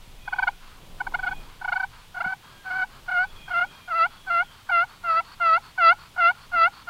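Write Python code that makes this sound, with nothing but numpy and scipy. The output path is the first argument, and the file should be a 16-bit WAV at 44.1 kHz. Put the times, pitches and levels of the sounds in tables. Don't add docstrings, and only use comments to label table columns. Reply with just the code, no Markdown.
import sys
import numpy as np
from scipy import signal
from scipy.fft import rfft, irfft, next_fast_len
from scipy.io import wavfile
from scipy.ndimage import uniform_filter1d, minimum_filter1d

SR = 44100
rng = np.random.default_rng(int(sys.argv[2]) if len(sys.argv) > 2 else 0)


def inscribe(sig):
    pcm = np.round(np.clip(np.atleast_2d(sig).T, -1, 1) * 32767)
    wavfile.write(sys.argv[1], SR, pcm.astype(np.int16))


def to_linear_factor(level_db):
    exponent = np.asarray(level_db, float) / 20
    return 10 ** exponent


N = 303849
T = np.arange(N) / SR


def read(points, hz):
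    f, value = np.transpose(points)
    return np.interp(np.log(hz + 1), np.log(f + 1), value)


def noise(points):
    size = next_fast_len(N)
    hz = np.fft.rfftfreq(size, 1 / SR)
    x = irfft(rfft(rng.standard_normal(size)) * to_linear_factor(read(points, hz)), size)[:N]
    return x / np.sqrt(np.mean(x ** 2) + 1e-20)


def wander(hz):
    return noise([(1, -.01), (hz, -.01), (3 * hz, -60)])


def wind():
    # centre in seconds, half length in seconds, buffeting in dB, rush in dB.
    gusts = [(.1, 0.31, -45.5, -61), (0.595, 0.33, -51, -80), (1.09, 0.3, -43, -48.5),
             (1.362, 0.14, -42.5, -54), (1.98, 0.24, -47.5, -77), (2.753, 0.12, -67, -56),
             (2.98, 0.13, -50.5, -59.5), (3.36, 0.15, -47.5, -55.5), (3.65, 0.11, -58, -53.5),
             (6.1, 0.092, -75, -64.5), (6.53, 0.085, -49, -72)]
    # frequency in Hz, level in dB per Hz.
    air = [(35, -33), (60, -0.5), (115, -0.5), (290, -14.5), (550, -19.5), (1000, -12.5), (1700, -16),
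           (3300, -12), (5300, -20.5), (15700, -28)]
    calm_buffet_db, calm_rush_db, air_db = -57, -56, -53
    buffet_gain, rush_gain = to_linear_factor(calm_buffet_db), to_linear_factor(calm_rush_db)
    for centre_s, half_s, buffet_db, rush_db in gusts:
        bell = np.exp(-((T - centre_s) / half_s) ** 2)
        buffet_gain = buffet_gain + to_linear_factor(buffet_db) * bell
        rush_gain = rush_gain + to_linear_factor(rush_db) * bell
    buffet = noise([(5, -35.5), (18, 6.5), (35, -11.0), (60, -20.5), (120, -22.5), (300, -69.0)])
    rush = noise([(60, -24), (130, -0.5), (300, -7), (500, -9), (900, -10), (2000, -32.0)])
    lumps = to_linear_factor(1.1 * wander(4))
    return (buffet * buffet_gain + rush * rush_gain * to_linear_factor(-5.5)) * lumps + to_linear_factor(air_db) * noise(air)


def woodland(x):
    t60_s, spacing = 0.38, 22
    taps = np.zeros(SR // 2)
    at = np.arange(500, SR // 2 - spacing, spacing)
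    signs = rng.choice([-1., 1.], len(at))
    taps[at + rng.integers(0, spacing, len(at))] = signs * to_linear_factor(-60 * at / SR / t60_s)
    return signal.fftconvolve(x, taps / np.linalg.norm(taps))[:N]


def bird():
    # start in seconds, length in seconds, pitch in Hz, partials two, three and four in dB.
    screams = [(0.173, 0.36, 829, -99, -55, -57), (1.153, 0.29, 832, -71, -57, -56.5),
               (2.36, 0.41, 818, -61, -72, -62), (3.205, 0.27, 848, -83, -61, -58),
               (3.332, 0.21, 815, -86, -55.5, -53.5), (3.591, 0.31, 815, -78, -58, -56.5),
               (4.04, 0.5, 838, -76.5, -76, -58.5), (4.402, 0.2, 790.5, -64.5, -88, -57.5)]
    out = np.zeros(N)
    shake, flutter = wander(65), wander(77)
    for start_s, length_s, hz, *partials_db in screams:
        on = (T >= start_s) & (T < start_s + length_s)
        u = (T[on] - start_s) / length_s
        turns = 2 * np.pi * np.cumsum(hz * (1 + .006 - .022 * u + .011 * shake[on])) / SR
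        voice = sum(to_linear_factor(db) * np.cos(k * turns) for k, db in enumerate(partials_db, 2))
        out[on] += voice * np.sin(np.pi * u) ** 0.5 * to_linear_factor(0.76 * flutter[on])
    return out + woodland(out)


def skips():
    # peak in seconds,
    # level in dB, half length in ms, pitch at the peak in Hz.
    slips = [(0.282, -26, 2.96, 746), (.334, -21.5, 5.7, 733), (0.364, -35, 2.8, 744),
             (.392, -19, 4.8, 752), (.434, -18.5, 6.7, 764), (0.479, -17.5, 6.6, 708),
             (1.01, -23.5, 4.9, 738), (1.072, -25, 2.9, 753), (1.147, -20.5, 6.3, 698),
             (1.197, -27.5, 5.1, 745), (1.24, -25.5, 8.2, 735.6), (1.275, -23.5, 11.5, 706.5),
             (1.322, -28, 9.1, 746), (1.62, -32.5, 4.6, 743), (1.65, -25.5, 4.7, 719),
             (1.687, -23, 7.4, 722), (1.727, -20, 6.6, 694), (1.767, -21.5, 8.7, 735),
             (1.807, -23, 6.7, 762.5), (1.838, -23, 6.7, 748),
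             (2.152, -37, 6.1, 723), (2.176, -31, 11.5, 713), (2.209, -25.5, 8.8, 671),
             (2.25, -25.5, 7.1, 715.5), (2.276, -27.5, 11.8, 735), (2.304, -30, 12.5, 767),
             (2.33, -26.5, 7.6, 756), (2.678, -33.5, 18.2, 761), (2.714, -27.5, 13.2, 725),
             (2.741, -29.5, 13.5, 734), (2.767, -25, 11.5, 756), (2.798, -25, 13.8, 749),
             (2.826, -22, 14, 736), (3.092, -27, 10.3, 709), (3.122, -24.5, 11, 714),
             (3.888, -35, 10, 703.5), (4.286, -31, 12, 754), (6.166, -36, 3.7, 696), (6.523, -40, 5.2, 714),
             (3.485, -35, 3.2, 763), (3.516, -27.5, 12, 703), (4.699, -23, 5.1, 735),
             (5.787, -21.5, 6.2, 722)]
    # First, middle and higher partials in dB.
    purr_db = (-11, -8.5, -24)
    loose_hz, lean_per_hz, even_hz = 767, .006, 735
    power, power_hz = np.full(N, 1e-12), np.full(N, 750e-12)
    for peak_s, db, half_ms, peak_hz in slips:
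        near = slice(round((peak_s - .06) * SR), round((peak_s + 0.087) * SR))
        t = T[near]
        lean = lean_per_hz * (peak_hz - even_hz)
        u = (t - peak_s) * 1000 / half_ms / np.where(t < peak_s, 1 + lean, 1 - lean)
        loosening = np.where(u < 0, .6, 1) * np.minimum(abs(u), 1.4)
        p = to_linear_factor(db - 6 * abs(u) ** 2.9) ** 2
        power[near] += p
        power_hz[near] += p * (peak_hz + (loose_hz - peak_hz) * loosening)
    hardness_db = np.maximum(10 * np.log10(power) + 22, -15)
    partials_db = np.outer(purr_db, np.ones(N))
    partials_db += np.outer([-.3, .4, .6], hardness_db)
    return power, power_hz, partials_db


def catches():
    # centre in seconds, dip in dB, half width in ms, extra grit in dB, pitch bend in %.
    snags = [(2.25, -1.3, 97, 0.5, -0.9), (2.719, 0, 117, 4, -1), (3.104, 1, 4, 1, 3),
             (3.137, -1, 6.3, -6, 1.5), (3.178, -2.5, 14, -1, -3.5), (3.239, -0.5, 9.2, 6, 1.5),
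             (3.496, 5.5, 5.9, 17, 3), (3.552, 0.5, 10.6, 0.5, -3), (3.603, 8.5, 6.7, .5, 4),
             (3.624, -2.5, 9, -2, -1), (3.935, -1, 16, -1, -5.5), (3.975, 3, 21, -2, 2),
             (4.31, -1.5, 7.2, 2, -2.5), (4.407, -3, 9.05, -6.5, 1), (4.709, -0.5, 6, -2, 6),
             (5.11, -3, 22, .5, -0.5), (5.145, 4, 24, 2, -.5), (5.202, -2.5, 17, 1, -8),
             (5.797, 1.5, 12, -2, 5), (5.889, 0.2, 10.6, 3, -0.6), (6.195, 0, 8.7, 2.5, 5.5),
             (6.548, -2, 9.5, 1.5, 3.5), (4.741, -2, 27, -4, 0.5), (5.565, -0.5, 10, 3, -2)]
    bells = [np.exp(-((T - s) * 1000 / ms) ** 2) for s, _, ms, *_ in snags]
    dip_db, grit_db, bend_percent = np.transpose(snags)[[1, 3, 4]] @ bells
    return dip_db, grit_db, 1 + bend_percent / 100


def lock_yelps(power, power_hz, partials_db, grit_db, bend):
    # start in seconds, end in seconds, level at grip in dB, top level in dB, lowest 2nd partial in Hz.
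    yelps = [(3.13, 3.256, -25, -21, 1462), (3.526, 3.653, -25.5, -20, 1387),
             (3.895, 4.071, -30, -17, 1307), (4.292, 4.434, -24.5, -20, 1360),
             (4.704, 4.848, -24, -18.5, 1358), (5.034, 5.21, -32, -17.5, 1295),
             (5.399, 5.584, -23.5, -16, 1293), (5.784, 5.934, -23, -12, 1324),
             (6.173, 6.317, -24, -15, 1354), (6.522, 6.685, -27.5, -15, 1319),
             (6.87, 7.037, -33, -23.5, 1320)]
    # 2nd partial in Hz, first, middle, higher partials in dB.
    lock = [(1295, -17.5, -21.5, -25.5), (1314, -17.5, -16.5, -22.5), (1340, -14, -12.5, -22),
            (1360, -13.5, -10.5, -28), (1381, -13, -9, -26), (1460, -8.5, -12.5, -33.5),
            (1520, -10.5, -6, -15)]
    grip_s, top_before_end_s, release_s = 0.014, .055, 0.012
    swell_bend, fade_db, fade_bend = 0.88, 9, 1.95
    grip_hz, freed_hz = 1422, 1540
    sag_bend, recover_s, recover_bend = 1.7, .075, 2.6
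    dull_per_grit, sharpen_middle, sharpen_high = 0.71, 0.32, 0.69
    rasp_db, rasp_below_hz, rasp_span_hz = 3, 1345, 50
    for start, end, grip_db, top_db, low_hz in yelps:
        on = slice(round(start * SR), round(end * SR))
        t, top = T[on], end - top_before_end_s
        before = np.clip((top - t) / (top - start), 0, 1)
        after = np.clip((t - top) / top_before_end_s, 0, 1)
        short_db = (top_db - grip_db) * before ** (1 / swell_bend)
        db = top_db - short_db - fade_db * after ** fade_bend
        recovery = np.clip(1 - (end - t) / recover_s, 0, 1) ** recover_bend
        hz = low_hz + (grip_hz - low_hz) * before ** sag_bend + (freed_hz - low_hz) * recovery
        edges = np.clip((t - start) / grip_s, 0, 1) * np.clip((end - t) / release_s, 0, 1)
        p = (to_linear_factor(db) * edges) ** 2
        bent_hz = hz * bend[on]
        locked_db = np.array([np.interp(bent_hz, *np.transpose(lock)[[0, k]]) for k in range(1, 4)])
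        locked_db += np.outer([0, sharpen_middle, sharpen_high], db + 18)
        locked_db -= np.outer([0, dull_per_grit, 0], grit_db[on])
        partials_db[:, on] += (locked_db - partials_db[:, on]) * p / (p + power[on])
        grit_db[on] += rasp_db * np.clip((rasp_below_hz - bent_hz) / rasp_span_hz, 0, 1)
        power[on] += p
        power_hz[on] += p * hz / 2


def hand():
    power, power_hz, partials_db = skips()
    dip_db, grit_db, bend = catches()
    lock_yelps(power, power_hz, partials_db, grit_db, bend)
    effort = np.sqrt(power) * to_linear_factor(-dip_db)
    weight = uniform_filter1d(effort, size=160)
    hz = uniform_filter1d(bend * power_hz / power * effort, size=160) / weight
    partials_db = uniform_filter1d(partials_db * effort, size=160) / weight
    return abs(weight), np.clip(hz, 600, 820), np.clip(partials_db, -60, 0), grit_db


def slip_tone(effort, turns, middle_db, high_db, rasp_db):
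    # frequency in Hz, level in dB.
    pot = [(1900, 2), (2300, -7), (2585, -4), (2680, -2.5), (3100, -22), (3200, -10.5), (3500, -1.5),
           (3780, -14.5), (4000, -6.5), (4300, -9), (4650, -5.5), (5200, -27.5), (6500, -38), (9000, -58)]
    hz = np.gradient(turns) * SR / (2 * np.pi) if turns.ndim > 1 else np.diff(turns, prepend=0) * SR / (2 * np.pi)
    hz[0] = hz[1]
    upper = np.zeros(N)
    for k in range(3, 12):
        level_db = (middle_db if k < 5 else high_db) + read(pot, k * hz)
        level_db += 1.2 * wander(38) + .4 * (k - 2) * wander(130)
        upper += to_linear_factor(level_db) * np.cos(k * turns + np.pi / 2 * (k % 2))
    pot_lag = np.clip(np.interp(T - .002, T, effort) / effort, 0, 3)
    tone = np.cos(2 * turns) + upper * pot_lag
    return effort * tone * np.sqrt(2) * to_linear_factor((.45 + .06 * rasp_db) * wander(70))


def tip_grit(effort, turns, rasp_db):
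    # frequency in Hz, level in dB per Hz.
    grit_spectrum = [(500, -34.5), (800, -6.5), (950, 2), (1150, 2), (1550, 1.6), (1800, -6.5),
                     (2600, -13.5), (3600, -28.5), (4350, -10.5), (5300, -25), (8000, -50.5)]
    grit = to_linear_factor(-27 + rasp_db) * noise(grit_spectrum) * (1 + 0.092 * np.cos(turns))
    contact = uniform_filter1d(-minimum_filter1d(-effort, size=900), size=500)
    rubbing = effort ** .5 + .4 * np.interp(T + .014, T, contact) ** .45
    return to_linear_factor(-8.5) * rubbing * grit


def first_partial(effort, hz, turns, low_db, later, letting_go):
    spring_hz, spring_db = 972, -1.5
    freed = uniform_filter1d(np.clip(0.85 * letting_go / (later + effort + 1e-5), 0, 1), size=90)
    spring = 2 * np.pi * np.cumsum((spring_hz - hz) * freed) / SR
    swing = effort * to_linear_factor(low_db) + to_linear_factor(spring_db) * uniform_filter1d(letting_go, size=90)
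    spring -= np.maximum.accumulate(spring * (swing < .001))
    return np.sqrt(2) * swing * np.cos(turns + spring)


def free_modes(push):
    # frequency in Hz, width in Hz, level in dB.
    modes = [(815, 50, -1.5), (945, 190, -1), (2240, 100, -12)]
    out = np.zeros(N)
    for f, width_hz, db in modes:
        r = np.exp(-np.pi * width_hz / SR)
        ring = signal.lfilter([1 - r], [1, -r], push)
        turns = 2 * np.pi * np.cumsum(f * (1 + 0.01584 * wander(38.1))) / SR
        out += to_linear_factor(db) * np.sqrt(2) * ring * np.sin(turns)
    return out


def striker():
    onset_db, lag_s = -4, 0.0031
    effort, hz, (low_db, middle_db, high_db), rasp_db = hand()
    turns = 2 * np.pi * np.cumsum(hz * (1 + .0025 * wander(70))) / SR
    later = np.interp(T - lag_s, T, effort)
    sooner = np.interp(T + lag_s, T, effort)
    letting_go = np.maximum(later - 1.185 * effort, 0)
    biting = to_linear_factor(onset_db) * np.maximum(sooner - 1.7 * effort, 0)
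    out = slip_tone(effort, turns, middle_db, high_db, rasp_db) + tip_grit(effort, turns, rasp_db)
    out += first_partial(effort, hz, turns, low_db, later, letting_go)
    return out + free_modes(letting_go + biting)


def knocks():
    # start in seconds, level in dB, frequency in Hz, t60 in seconds.
    bumps = [(2.262, -29.5, 187.2, 0.041), (6.548, -45.5, 253, 0.13), (0.34, -41, 760, 0.018),
             (1.123, -30.5, 938, 0.019), (5.8, -42, 3500, .01), (6.493, -60, 3500, .01)]
    out = np.zeros(N)
    for start_s, db, hz, t60_s in bumps:
        t = np.maximum(T - start_s, 0)
        out += to_linear_factor(db - 60 * t / t60_s) * np.sin(2 * np.pi * hz * t) * np.minimum(t / 0.0007, 1)
    return out


def slide_back():
    # start in seconds, length in seconds, level in dB, fade in dB.
    returns = [(0.598, 0.26, -53, 15), (1.385, 0.19, -54, 4), (1.907, 0.16, -52, 9),
               (2.416, .175, -53.5, 5), (2.888, 0.12, -53, 1.5), (3.288, .15, -55, 1.5),
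               (3.694, 0.14, -51.5, 7), (4.09, .13, -53, 6), (4.489, 0.14, -55, 1), (4.872, 0.12, -51, 8),
               (5.226, 0.13, -52.5, -2), (5.611, 0.11, -51, 3), (5.968, 0.12, -50.5, 3),
               (6.345, 0.13, -52, 3), (6.709, 0.13, -52.5, -0.5)]
    # frequency in Hz, level in dB per Hz.
    scrape_spectrum = [(500, -31), (800, -4.5), (1000, 2.5), (1350, 1), (1600, -1.5), (1780, -8.5),
                       (2650, -10.5), (3600, -12.5), (5000, -13.5), (6500, -39.5), (9000, -65)]
    # frequency in Hz, level in dB per Hz.
    squeak = [(3600, -32), (4150, -16), (4320, 6.5), (4550, 1.5), (5200, -35)]
    # time in seconds, level in dB.
    squeak_db = [(2.5, -15.5), (4.5, -11.5), (5.3, -7.5), (6.8, -9.5)]
    touch_s, lift_s = 0.028, 0.014
    level = np.zeros(N)
    for start_s, length_s, db, fade_db in returns:
        corners_s = [0, touch_s, length_s - lift_s, length_s]
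        level += np.interp(T - start_s, corners_s, [0, 1, to_linear_factor(-fade_db), 0]) * to_linear_factor(db)
    scrape = noise(scrape_spectrum) + to_linear_factor(np.interp(T, *np.transpose(squeak_db))) * noise(squeak)
    grain = to_linear_factor(1.2 * wander(60))
    return to_linear_factor(2.0) * grain * uniform_filter1d(level, size=400) * scrape


def scene():
    wood_db = -33
    call = striker()
    return (wind() + bird() + call + to_linear_factor(wood_db) * woodland(call) + knocks() + slide_back())[None]


def top_cut(x):
    return signal.sosfilt(signal.butter(12, 16160, fs=SR, output="sos"), x)


def record(dry):
    edge_hz = 15850
    lowpass = signal.firwin(511, edge_hz, window=("kaiser", 9), fs=SR)
    dull = signal.oaconvolve(dry, lowpass[None], "same")
    return top_cut(dull)


dry = scene()
out = record(dry)
inscribe(out)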